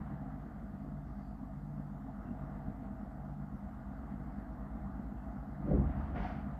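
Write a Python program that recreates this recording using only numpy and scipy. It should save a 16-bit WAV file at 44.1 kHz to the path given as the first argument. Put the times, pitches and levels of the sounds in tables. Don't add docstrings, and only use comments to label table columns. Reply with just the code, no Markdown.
import sys
import numpy as np
from scipy import signal
from scipy.fft import rfft, irfft, next_fast_len
from scipy.io import wavfile
from scipy.ndimage import uniform_filter1d, map_coordinates

SR = 44100
rng = np.random.default_rng(int(sys.argv[2]) if len(sys.argv) > 2 else 0)


def unload_audio(sound):
    columns = np.transpose(np.atleast_2d(sound))
    steps = np.round(np.clip(columns, -1, 1) * 32767)
    wavfile.write(sys.argv[1], SR, steps.astype(np.int16))


N = 290619
TIME = np.arange(N) / SR


def truck_tones(firings):
    firing_level = [(0.0, -56), (0.6, -52), (2.5, -52), (3.6, -53.5), (4.5, -50.5), (6.59, -52)]
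    orders = np.array([12, 16, 17, 18, 24, 25, 26, 27, 29, 30, 33, 35])
    order_levels = [-64.5, -68, -64, -64.5, -55.5, -57, -61, -63, -65, -62, -66.5, -65]
    fundamental = tone(firings, curves(firing_level)[0], waver_db=1.1, drift=0.08)
    return fundamental + sum(tone(k * firings / 6, db, waver_db=1.0, drift=0.25)
                             for k, db in zip(orders, order_levels))


def truck_and_street_noise(firings):
    # (time [s], level [dB])
    rush_level = [(0.0, -59.5), (0.35, -62.5), (0.8, -64.5), (1.6, -66), (2.1, -64), (2.56, -59),
                  (2.75, -62), (3.4, -64.5), (4.2, -61), (5.0, -61.5), (5.58, -60.5), (5.72, -56),
                  (5.85, -57), (6.0, -56), (6.12, -57.5), (6.4, -59.5), (6.59, -59)]
    treble_gain = [(0.0, 3.5), (0.4, 2), (1.5, 0.5), (2.6, 0.5), (4.2, 1), (5.1, -1), (5.75, -2),
                   (6.59, 1.5)]
    rush_spectrum = [(530, -27.5), (900, -7), (1010, -0.5), (1170, -0.5), (1420, -3), (1670, -8.5),
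                     (2050, -13), (2340, -26.5), (4000, -39), (5200, -65.5), (8800, -120)]
    exhaust_spectrum = [(18, -31.5), (30, -19.5), (42, -11), (60, -5), (90, -1), (115, -5.5), (140, -2),
                        (175, -3.5), (210, 2.5), (270, -3.5), (310, -6), (340, -14), (420, -19.5),
                        (560, -17.5), (800, -49.5)]
    block_modes = [(659, 56.4, 1), (730.6, 69, -0.5), (825, 83, -3.5)]
    rush_db = curves(rush_level)[0]
    swing_db = rush_db + 63
    exhaust_db = -49 + 0.57 * swing_db + 0.68 * wobble(6)
    block_db = -58 + 0.73 * swing_db + 0.68 * wobble(9)
    pulse = np.cos(2 * np.pi * firings)
    lope = 1 + 0.22 * np.cos(2 * np.pi * firings / 6)
    exhaust = noise(shape(exhaust_spectrum), patchy_db=1.5)
    exhaust = amp(exhaust_db) * unit((1 + 0.4 * pulse) * lope * exhaust)
    block = noise(resonances(block_modes), patchy_db=0.57)
    block = filtered(block, shape([(400, -29.0), (600, 0.5), (900, 2), (1300, -18.0)]))
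    block = amp(block_db) * unit((1 + 0.076 * pulse) * block)
    rush = amp(rush_db) * unit((1 + 0.077 * pulse) * noise(shape(rush_spectrum), patchy_db=1.65))
    treble = filtered(rush, lambda hz: 1 / (1 + (1700 / (hz + 1)) ** 6))
    rush += (amp(curves(treble_gain)[0]) - 1) * treble
    return exhaust + block + rush


def firing_count():
    firing_rate = [(0.0, 49.66), (0.5, 49.65), (1.5, 49.09), (2.0, 49.0), (2.5, 48.39), (3.5, 48.79),
                   (4.5, 48.94), (6.59, 48.95)]
    return np.cumsum(curves(firing_rate)[0]) / SR


def hum(hz=66.55):
    level = [(0.0, -52.5), (2.2, -59.5), (3.5, -55), (6.59, -55)]
    overtones = [-64.5, -58.5, -60.5]
    fundamental = tone(hz * TIME, curves(level)[0], waver_db=1.5, drift=0.11)
    return fundamental + sum(tone(k * hz * TIME, db, waver_db=3.5, drift=0.31)
                             for k, db in enumerate(overtones, start=2))


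def drone(firings, period_s=0.791, first_dip_s=0.57, depth=0.79):
    level = [(0.0, -49.5), (2.4, -47.5), (3.4, -51), (3.9, -58), (5.0, -51), (6.59, -51)]
    throb = 1 - depth * np.cos(np.pi * (TIME - first_dip_s) / period_s) ** 2
    return throb * tone(2.978 * firings, curves(level)[0], waver_db=2.4, drift=0.48)


def car():
    firing_rate = [(0.0, 52.6), (0.5, 52.7), (2.5, 57.5), (4.0, 58.2), (5.0, 57.8), (6.59, 57.8)]
    level = [(0.0, -62), (2.0, -61), (3.4, -58), (4.2, -51.5), (5.2, -50), (6.59, -48.5)]
    firings = np.cumsum(curves(firing_rate)[0]) / SR
    return tone(firings, curves(level)[0], waver_db=1.7, drift=0.13)


def door():
    modes = [(47.5, 12.6, -3), (65.4, 13.7, 0), (81.8, 23, -3.5), (111, 15, -6.5), (143.5, 20, 1),
             (200.5, 31.3, 1), (225, 44.4, -1), (285, 56, -3.5), (347.4, 25, 1), (407.4, 15, 1),
             (479, 28, -2), (518.6, 16, 1.5), (581.6, 44, -0.5)]
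    blows = [(5.724, -29), (6.175, -42.5)]
    parts = [(-3.5, 228, .06, 1.4), (-1, 139, .03, 0.84), (-7, 300.5, 0.0092, 0.41)]
    out = np.zeros(N)
    for (part_db, rise, hold, t60), group in zip(parts, (modes[:3], modes[3:8], modes[8:])):
        envelope = sum(amp(db + part_db + swell(start, hold, rise, 60 / t60)) for start, db in blows)
        ring = filtered(rng.standard_normal(N), lambda hz: resonances(group)(hz) ** 2)
        out += envelope * unit(ring)
    return out


def scrape(fall_db_s=92.5, grit_rise_db_s=170):
    rustle_spectrum = [(450, -24), (700, -1.5), (1000, -12.5), (1450, -12.5), (2100, -16.5), (2400, -22),
                       (3100, -27.5), (3500, -31), (3900, -38)]
    grit_spectrum = [(3500, -21), (4100, -0.5), (4700, 0), (5300, -6), (6000, -8.5), (6800, -17.5)]
    # (time [s], hold [s], rustle treble level [dB], grit re that [dB], rise [dB/s])
    strokes = [(5.667, 0.1, -82, -7.5, 400), (5.9, 0.19, -76.5, -12.5, 200.5),
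               (6.159, 0.13, -65, -10, 1500)]
    rustle_envelope, grit_envelope = np.zeros((2, N))
    for start, hold, db, grit_db, rise in strokes:
        stroke_db = swell(start, hold, rise, fall_db_s)
        build_db = swell(start + 0.41 * hold, hold, grit_rise_db_s, 0)
        rustle_envelope += amp(db + stroke_db)
        grit_envelope += amp(db + grit_db + np.minimum(stroke_db, build_db))
    grains = lambda: rng.standard_normal(N) * amp(0.95 * wobble(150))
    rustle = filtered(grains(), shape(rustle_spectrum))
    rustle /= np.std(filtered(rustle, lambda hz: hz > 2300))
    grit = unit(filtered(grains(), shape(grit_spectrum)))
    return rustle_envelope * rustle + grit_envelope * grit


def knocks(attack_s=0.0027):
    impacts = [(5.711, -31, 577, 0.1), (5.73, -33.5, 565, 0.043), (6.156, -37, 713, 0.054),
               (6.247, -29, 733, 0.046), (6.288, -42, 745, 0.058)]
    out = np.zeros(N)
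    for start, db, hz, t60 in impacts:
        age = np.clip(TIME - start, 0, None)
        ring = 1.15 * np.sin(2 * np.pi * hz * age) + 0.52 * np.sin(2 * np.pi * 1.25 * hz * age)
        out += amp(db - 60 * age / t60) * (1 - np.exp(-age / attack_s)) * ring
    return out


def squeaks():
    # (time [s], duration [s], frequency [Hz], half-width [Hz], level [dB])
    puffs = [(1.15, 0.22, 4600, 330, -86), (2.25, 0.076, 2720, 130, -79.5), (5.17, .08, 2680, 130, -84)]
    out = np.zeros(N)
    for start, length, hz, width, db in puffs:
        envelope = np.sin(np.pi * np.clip((TIME - start) / length, 0, 1)) ** 0.33
        band = filtered(rng.standard_normal(N), lambda f: np.exp(-((f - hz) / width) ** 4))
        out += amp(db) * envelope * unit(band)
    return out


def indoors(x):
    bands = [(306, 12, 1), (323, 24, -2), (349, 14, 4.5), (377, 14, -5), (408, 15, 4.5), (411, 13, -5.5),
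             (470, 12, 4.5), (495, 11, 2.5), (544, 26, -3), (567, 8.7, 3), (642, 8.9, 3.5),
             (678.4, 10, -7.5), (729, 28, 3), (751, 28, -3), (783, 20, 5), (800, 8.7, -3), (843, 8.4, -6.5),
             (909, 8.4, 5), (1027, 32, -3), (1120, 14, -6), (1124, 10, 6), (1220, 14, 3.5), (1433, 11, 5),
             (1520, 18, -2)]
    gain_db = lambda f: sum(db / (1 + (2 * (f - hz) / width) ** 2) for hz, width, db in bands)
    return filtered(x, lambda f: amp(gain_db(f)))


def microphone_hiss():
    spectrum = [(1470, -29.5), (2500, -5), (2950, -5), (3980, -7.5), (4670, -6), (5020, -8), (6190, -10.5),
                (7590, -8.5), (9930, -14.5), (13400, -6.5), (14200, -14)]
    return amp(-83) * noise(shape(spectrum), patchy_db=1.5)


def tone(turns, db, waver_db, drift):
    phase = 2 * np.pi * (turns + rng.random()) + drift * wobble(5)
    return np.sqrt(2) * amp(db + waver_db * wobble(4.003)) * np.sin(phase)


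def noise(response, patchy_db):
    spectra = signal.stft(rng.standard_normal(N), nperseg=512)[2]
    patches = uniform_filter1d(rng.standard_normal(spectra.shape), size=6, axis=0)
    patches = uniform_filter1d(patches, size=10, axis=1)
    patchy = signal.istft(spectra * amp(patchy_db * unit(patches)), nperseg=512)[1][:N]
    return unit(filtered(patchy, response))


def resonances(modes):
    return lambda f: sum((-1) ** k * amp(db) * 1j * f * width / (hz * hz - f * f + 1j * f * width)
                         for k, (hz, width, db) in enumerate(modes))


def shape(points):
    f, db = np.transpose(points)
    return lambda hz: amp(np.interp(np.log(hz + 1), np.log(f), db, left=-120, right=-120))


def filtered(x, response):
    size = next_fast_len(N + SR // 2)
    return irfft(rfft(x, size) * response(np.fft.rfftfreq(size, 1 / SR)), size)[:N]


def swell(start, hold, rise, fall):
    return -rise * np.clip(start - TIME, 0, None) - fall * np.clip(TIME - start - hold, 0, None)


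def wobble(rate):
    return map_coordinates(rng.standard_normal(int(N * rate / SR) + 4), [TIME * rate])


def curves(rows):
    times, *columns = np.transpose(rows)
    return [np.interp(TIME, times, column) for column in columns]


def amp(db):
    return 10 ** (np.asarray(db) / 20)


def unit(x):
    return x / np.sqrt(np.mean(x ** 2) + 1e-20)


def scene():
    firings = firing_count()
    sustained = truck_tones(firings) + truck_and_street_noise(firings) + hum() + drone(firings) + car()
    return indoors(sustained + door() + scrape() + knocks() + squeaks())[None]


def record(dry, fade_s=0.005, top_hz=14250):
    fade_in = np.sin(np.pi / 2 * np.clip(TIME / fade_s, 0, 1)) ** 2
    return filtered(fade_in * dry[0] + microphone_hiss(), lambda hz: hz < top_hz)[None]


dry = scene()
out = record(dry)
unload_audio(out)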